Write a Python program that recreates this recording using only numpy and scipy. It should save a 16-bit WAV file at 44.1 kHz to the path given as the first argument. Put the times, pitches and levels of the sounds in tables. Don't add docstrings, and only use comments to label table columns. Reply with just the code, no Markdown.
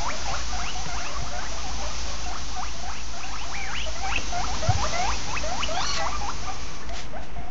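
import sys
import numpy as np
from scipy import signal
from scipy.fft import rfft, irfft
from scipy.io import wavfile

SR = 44100
rng = np.random.default_rng(int(sys.argv[2]) if len(sys.argv) > 2 else 0)


def wav_record(signal):
    frames = np.transpose(np.atleast_2d(signal))
    bounded = np.clip(frames, -1, 1)
    quanta = np.round(bounded * 32767).astype(np.int16)
    wavfile.write(sys.argv[1], SR, quanta)


N = 330750
TIME_S = np.arange(N) / SR

# start/s, break/s, end/s, first f/Hz, knee f/Hz, top f/Hz, relative level/dB,
# whistle re scoop/dB, 2nd harmonic/dB, 3rd harmonic/dB
WHEEKS = [(0.0, 0.087, 0.115, 821, 969, 2310, -31.5, 4, -18, -27),
          (0.175, 0.236, 0.315, 706, 675, 2880, -43, 5, -1, -20),
          (0.255, 0.338, 0.352, 905, 650, 1450, -32.5, 12, -24, -13),
          (0.275, 0.372, 0.424, 702, 703, 1790, -38, -1, -11, -11),
          (0.524, 0.597, 0.709, 759, 706, 2954, -35, 0.5, -6, -28),
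          (0.579, 0.671, 0.704, 700, 758, 1550, -37.5, 5, -9.5, -11),
          (0.881, 0.977, 1.114, 739, 691, 2970, -36, -3, -6, -11),
          (0.995, 1.068, 1.074, 687, 782, 1260, -38.5, -6, -5, -13),
          (1.177, 1.263, 1.313, 721, 700, 1517, -42, 8, -19, -11),
          (1.304, 1.424, 1.458, 570, 728, 1630, -40.5, 10, -8, -11),
          (1.327, 1.44, 1.47, 716.5, 807, 1960, -37.5, 10, -5, -21),
          (1.511, 1.583, 1.593, 664.5, 668, 1230, -40, -5, -11, -12),
          (1.631, 1.72, 1.726, 862, 635, 1330, -38, 6, -21, -24),
          (1.777, 1.849, 1.854, 793, 817, 1140, -38.5, 0, -23, -17),
          (1.816, 1.902, 1.913, 607, 568, 1260, -41, -6, -7, -9),
          (2.256, 2.334, 2.356, 744, 680, 1900, -37, -5, -15, -31),
          (2.309, 2.357, 2.387, 682, 642, 1530, -40, 0, -8, -8),
          (2.559, 2.633, 2.696, 774, 703, 2780, -34, -6, -11, -22),
          (2.828, 2.899, 2.996, 731, 693, 2960, -38.5, -4, -11, -24),
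          (2.865, 2.93, 3.021, 739, 880, 2720, -38, -6, -12, -15),
          (3.133, 3.209, 3.248, 688, 705, 2840, -40.5, 2.5, -8, -19),
          (3.236, 3.335, 3.434, 739, 930, 3080, -41.5, 3, -4.5, -20),
          (3.308, 3.344, 3.363, 675, 756, 1324, -38, 10, -24, -22),
          (3.406, 3.446, 3.451, 781, 848, 1470, -36, -5, -18, -6),
          (3.549, 3.734, 3.852, 820, 784, 3020, -39.5, 5.5, -8, -3),
          (3.951, 4.056, 4.174, 668, 795, 3080, -38, 7.5, -8.5, -10.5),
          (4.028, 4.122, 4.178, 795, 763, 2770, -29.5, 4.5, -15, -7),
          (4.322, 4.442, 4.449, 706, 765, 1290, -30.5, 1, -12, -14.5),
          (4.473, 4.55, 4.552, 737, 803, 1520, -34, -3.5, -32, -21),
          (4.774, 4.842, 4.876, 799, 888, 2060, -27.5, -12, -18, -20),
          (4.924, 5.104, 5.143, 660, 885, 2660, -28, -5.5, -16, -10),
          (5.271, 5.352, 5.38, 818, 953, 2610, -31, 8, -14.5, -9),
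          (5.432, 5.61, 5.641, 590, 984, 2950, -31.5, 13.5, -15.5, -17),
          (5.683, 5.846, 5.85, 610, 905, 1780, -30, 12, -10.5, -21),
          (5.765, 5.817, 5.818, 802, 894, 1390, -28.5, -11, -9, -11),
          (5.97, 6.124, 6.161, 656, 732, 1200, -35.5, -10, -8.5, -6.5),
          (5.995, 6.073, 6.075, 873, 735, 1400, -28.5, -20, -12.5, -18),
          (6.21, 6.296, 6.303, 858, 780, 1390, -28, -18, -21, -15),
          (6.423, 6.469, 6.498, 644, 816, 1192, -40.5, 4, -6.5, -8),
          (6.798, 6.814, 6.836, 970, 990, 1810, -41.5, 8, -15, -19)]
# start/s, end/s, first f/Hz, last f/Hz, relative level/dB, 2nd harmonic/dB
PEEPS = [(0.0, 0.057, 685, 767, -41.5, -6), (0.048, 0.148, 554, 656, -40, -8),
         (0.303, 0.36, 525.6, 611, -38.5, -2.5), (0.748, 0.815, 742, 810, -37, -22),
         (0.832, 0.859, 933, 1030, -38, -12), (1.083, 1.137, 532, 626, -40.5, -15),
         (1.085, 1.114, 1096, 1080, -41.5, -7), (1.143, 1.176, 1170, 1184, -38, -23),
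         (2.046, 2.1, 716, 768, -46, -23), (2.058, 2.135, 589, 584, -41.5, -8),
         (2.101, 2.161, 1148, 1047, -45, -16), (2.487, 2.568, 1010, 1276, -49, -15),
         (3.436, 3.518, 658, 842, -43, -14), (3.86, 3.897, 658, 672, -34.5, -14),
         (4.622, 4.729, 625, 806, -28.5, -9.5), (4.837, 4.869, 609, 653, -31, -11),
         (6.472, 6.522, 770, 809, -34.5, -18), (6.892, 6.945, 669, 777, -38, -20),
         (7.131, 7.185, 575, 870, -37.5, -6), (7.36, 7.434, 721, 747, -41, -22)]
# f/Hz, gain/dB
VOICE_CARRY = [(500, -3), (700, 1), (800, -2), (950, -2), (1200, 5), (1500, -5), (1800, -5.5), (2300, -5.5),
               (2700, 0), (3100, -3.5), (3500, -4)]
# t/s, f/Hz, relative level/dB
LONG_WHISTLE = [(3.505, 752, -43), (3.555, 2334, -38), (3.61, 2407, -43), (3.655, 2045, -41),
                (3.705, 1392, -40), (3.735, 1630, -39), (3.765, 2810, -34.5), (3.82, 3390, -42)]
# t/s, f/Hz, relative level/dB
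SQUEAL = [(5.74, 1069, -48.5), (5.819, 1210, -41), (5.833, 1423, -38), (5.862, 1445, -40),
          (5.924, 1463, -37), (5.97, 1396, -47), (5.996, 1290, -40)]
# number, gain/dB
SQUEAL_HARMONICS = [(1, -3), (2, -4), (3, 2), (4, -1), (5, -14.5)]
# t/s, f/Hz, relative level/dB
HELD_WHISTLE = [(5.84, 1159, -51), (5.89, 1134, -40.5), (6.02, 1120, -45), (6.2, 1165, -57),
                (6.55, 1133, -53), (6.78, 1167, -50.5)]
# t/s, level/dB
TAP_LEVEL = [(0, -35), (0.4, -35), (0.9, -36.5), (1.4, -38.5), (1.95, -36), (2.3, -37.5), (3.1, -40),
             (3.7, -38.5), (4.4, -36), (4.9, -32.5), (5.35, -35.5), (5.65, -35.5), (6.3, -38.5),
             (6.75, -42.5), (6.86, -49), (7.15, -56), (7.45, -57.5)]
# f/Hz, relative density/dB
TAP_SPECTRUM = [(500, -12.5), (900, -2.5), (1170, -4), (1650, -8.5), (2750, -5.5), (3600, -6), (5350, -3.5),
                (5520, 0), (5680, -3.5), (5850, 0), (6350, -2.5), (6850, -8.5), (7450, -19.5), (8000, -38)]
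# t/s, level/dB
RUMBLE_LEVEL = [(0, -37), (1.9, -37), (3.0, -39.5), (3.8, -38.5), (4.7, -32.5), (6.0, -34.5), (7.5, -39)]
# f/Hz, relative density/dB
RUMBLE_SPECTRUM = [(15, -27.5), (30, -16), (42, -31.5), (50, -11), (72, -22.5), (95, -28), (150, -30),
                   (240, -30), (450, -37), (720, -37), (1000, -37.5), (1600, -41), (2000, -42.5),
                   (2800, -45), (6500, -66.5)]
# f/Hz, peak re rumble/dB
ROOM_TONES = [(149, -13), (479.5, -21.5)]
# t/s, level/dB
HUM_LEVEL = [(0, -56), (.3, -34), (1.35, -47.5), (1.85, -34.5), (2.9, -43), (3.7, -45), (4.2, -34),
             (5.05, -49), (5.4, -36), (5.9, -49.5), (6.4, -45.5), (7.5, -51.5)]
# t/s, thud level/dB, thud f/Hz, knock and tick trim/dB
BUMPS = [(0.313, -30, 118, -5), (0.859, -30, 155, -1), (1.219, -28, 122, -13), (4.177, -30.5, 81, 8.5),
         (4.686, -10.5, 101, -22), (4.748, -17.5, 86, -22), (7.383, -31, 132, -13)]
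# start/s, length/s, level/dB
RUSTLES = [(6.919, .08, -36.5), (7.203, .03, -45)]
# f/Hz, relative density/dB
RUSTLE_SPECTRUM = [(300, -18.5), (1200, -4), (3200, -2.5), (4500, -4.5), (6300, -5.5), (7500, -14.5)]


def from_db(db):
    return 10 ** (np.asarray(db) / 20)


def unit_rms(x):
    return x / np.sqrt(np.mean(x ** 2) + 1e-20)


def envelope(rows):
    return from_db(np.interp(TIME_S, *np.transpose(rows)))


def drift(rate_hz, size=N):
    steps = np.arange(size) * rate_hz / SR
    return 1.2 * np.interp(steps, np.arange(4096), rng.standard_normal(4096))


def noise(spectrum):
    hz, db = np.transpose(spectrum)
    bins_hz = np.maximum(np.fft.rfftfreq(N, 1 / SR), 1)
    gain = from_db(np.interp(np.log(bins_hz), np.log(hz), db, left=-90, right=-90))
    return unit_rms(irfft(rfft(rng.standard_normal(N)) * gain, N))


def band(x, low_hz, high_hz):
    return unit_rms(signal.sosfilt(signal.butter(2, [low_hz, high_hz], "band", fs=SR, output="sos"), x))


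def add(out, start_s, sound):
    at = max(round(start_s * SR), 0)
    out[at:at + len(sound)] += sound[:max(N - at, 0)]


def room(x, early_db, tail_db, t60_s=.35):
    t = np.arange(SR // 2) / SR
    tail = rng.standard_normal(len(t)) * from_db(-60 * t / t60_s) * np.clip(t / .031, 0, 1)
    early = np.zeros(len(t))
    early[(rng.uniform(.002, .02, 8) * SR).astype(int)] = rng.choice([-1, 1], 8)
    response = from_db(early_db) * early / np.linalg.norm(early)
    response += from_db(tail_db) * tail / np.linalg.norm(tail)
    return x + signal.fftconvolve(x, response)[:N]


def scoop(progress, first_hz, last_hz, sag=.0478):
    return first_hz * (last_hz / first_hz) ** progress * np.exp(-sag * np.sin(np.pi * progress))


def call_contour(t, hz, db, waver_db=1, waver_hz=90):
    waver = np.interp((t - t[0]) * waver_hz, np.arange(64), rng.standard_normal(64))
    carry_db = np.interp(hz, *np.transpose(VOICE_CARRY))
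    return np.column_stack([t, hz, db + waver_db * waver + carry_db])


def wheek(start_s, break_s, end_s, first_hz, knee_hz, top_hz, db, whistle_db, second_db, third_db):
    break_hz, tighten_s, tire_db = 1192, .017, .5
    t = np.linspace(start_s, end_s, 150)
    progress = np.interp(t, [start_s, break_s], [0, 1])
    tighten = (break_hz / knee_hz) ** np.exp(np.minimum(t - break_s, 0) / tighten_s)
    whip = (top_hz / break_hz) ** np.sin(np.interp(t, [break_s, end_s], [0, np.pi / 2]))
    hz = scoop(progress, first_hz, knee_hz) * tighten * whip
    effort_db = db + tire_db * (.5 - progress) + np.interp(hz, [1100, 2520], [0, whistle_db])
    return call_contour(t, hz, effort_db), [(1, 0), (2, second_db), (3, third_db), (4, third_db - 11.5)]


def peep(start_s, end_s, first_hz, last_hz, db, second_db):
    t = np.linspace(start_s, end_s, 50)
    hz = scoop(np.linspace(0, 1, len(t)), first_hz, last_hz)
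    return call_contour(t, hz, db), [(1, 0), (2, second_db), (3, -16.5)]


def voice(contour, harmonics, jitter=.016, jitter_rate_hz=450, shimmer_db=2.04, edge_s=.0047,
          mouth_hz=2900, thin_db_per_octave=0, rest_hz=700):
    knots_s, hz, db = np.transpose(contour)
    t = np.arange(knots_s[0], knots_s[-1] + edge_s, 1 / SR)
    aim_hz = np.exp(np.interp(t, knots_s, np.log(hz)))
    strain = np.sqrt(np.minimum(aim_hz / 1000, 2))
    pitch_hz = aim_hz * np.exp(jitter * strain * drift(jitter_rate_hz, len(t)))
    phase = 2 * np.pi * np.cumsum(pitch_hz) / SR
    tone = 0
    for k, harmonic_db in harmonics:
        gain = from_db(harmonic_db + shimmer_db * strain * min(k, 2) * drift(150, len(t)))
        if k > 1:
            gain *= from_db(-thin_db_per_octave * np.log2(aim_hz / rest_hz))
            gain /= np.sqrt(1 + (k * pitch_hz / mouth_hz) ** 20)
        tone += gain * np.sin(k * phase)
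    rasp = 1 + .22 * strain * drift(900, len(t))
    gate = np.sin(np.pi / 2 * np.clip(np.minimum(t - t[0], t[-1] - t) / edge_s, 0, 1)) ** 2
    return np.sqrt(2) * tone * rasp * gate * from_db(np.interp(t, knots_s, db))


def loudest_db(contour):
    return max(db for _, _, db in contour)


def guinea_pigs(near_db=-31, far_db=-38):
    near, far = np.zeros((2, N))
    calls = [wheek(*row) for row in WHEEKS] + [peep(*row) for row in PEEPS]
    calls.append((LONG_WHISTLE, [(1, 2.5), (2, -3.5)]))
    for contour, harmonics in calls:
        call = from_db(-1) * voice(contour, harmonics, thin_db_per_octave=5.5)
        far_share = np.clip((near_db - loudest_db(contour)) / (near_db - far_db), 0, 1)
        add(near, contour[0][0], (1 - far_share) * call)
        add(far, contour[0][0], far_share * call)
    add(near, SQUEAL[0][0], squeal())
    add(far, HELD_WHISTLE[0][0], voice(HELD_WHISTLE, [(1, 2.5), (2, -6.5)], jitter=.013, edge_s=.02))
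    near = room(near + squeal_hiss(), early_db=-10.5, tail_db=-11.5)
    return near + room(far + chatter(), early_db=-7.5, tail_db=-4)


def tap(flutter_db=.55, drops_per_s=1400):
    hiss = noise(TAP_SPECTRUM) * from_db(flutter_db * drift(40))
    drops = rng.choice([-1, 1], N) * (rng.random(N) < drops_per_s / SR)
    water = from_db(-1.41) * hiss + from_db(-17) * band(drops, 3800, 5900)
    return envelope(TAP_LEVEL) * room(water, early_db=-8.5, tail_db=-10)


def motor_hum(hum_hz=55.2, wander_hz=.66):
    phase = 2 * np.pi * np.cumsum(hum_hz + wander_hz * drift(2.5)) / SR
    return envelope(HUM_LEVEL) * np.sqrt(2) * np.sin(phase)


def rumble():
    tones = sum(from_db(db + 2 * drift(1.6)) * np.sin(2 * np.pi * hz * TIME_S) for hz, db in ROOM_TONES)
    return envelope(RUMBLE_LEVEL) * (noise(RUMBLE_SPECTRUM) + tones)


def bumps(thud_s=.0065, knock_s=.017, tick_s=.0036):
    out, t = np.zeros(N), np.arange(SR // 4) / SR
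    for start_s, db, hz, trim_db in BUMPS:
        thud = t / thud_s * np.exp(1 - t / thud_s) * np.sin(2 * np.pi * hz * t)
        knock = band(rng.standard_normal(len(t)), 110, 570) * np.exp(-t / knock_s)
        tick = band(rng.standard_normal(len(t)), 900, 3600) * np.exp(-t / tick_s)
        add(out, start_s, from_db(db) * (thud + from_db(trim_db) * (.5 * knock + .85 * tick)))
    return out


def chatter(count=11):
    out = np.zeros(N)
    for start_s in np.linspace(.4, 2.7, count) + rng.uniform(-.1, .1, count):
        contour, _ = wheek(*WHEEKS[rng.integers(len(WHEEKS))])
        call = voice(contour, [(1, 0), (2, -11)])
        add(out, start_s, call * from_db(-46 - loudest_db(contour)))
    return out


def squeal():
    return voice(SQUEAL, SQUEAL_HARMONICS, jitter=.03, jitter_rate_hz=1300, shimmer_db=1.8,
                 edge_s=.01, mouth_hz=8000)


def squeal_hiss():
    return envelope([(5.9, -88), (5.94, -34), (5.975, -28), (6.0, -87)]) * noise(RUSTLE_SPECTRUM)


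def bedding(attack_s=.043, release_s=.035, snap_at_s=6.8915, snap_db=-31, snap_decay_s=.0028):
    gain = np.zeros(N)
    for start_s, length_s, db in RUSTLES:
        swell = np.clip((TIME_S - start_s) / attack_s, 0, 1)
        fade = np.exp(-np.maximum(TIME_S - start_s - length_s, 0) / release_s)
        gain += from_db(db) * swell * fade
    gain *= from_db(1.5 * drift(200))
    add(gain, snap_at_s, from_db(snap_db) * np.exp(-TIME_S / snap_decay_s))
    return gain * noise(RUSTLE_SPECTRUM)


def scene():
    return (from_db(-.5) * guinea_pigs() + tap() + motor_hum() + rumble() + bumps() + bedding())[None]


def record(dry, cutoff_hz=7450, dc_offset=-.0865):
    return signal.sosfilt(signal.ellip(10, .2, 80, cutoff_hz, fs=SR, output="sos"), dry) + dc_offset


dry = scene()
out = record(dry)
wav_record(out)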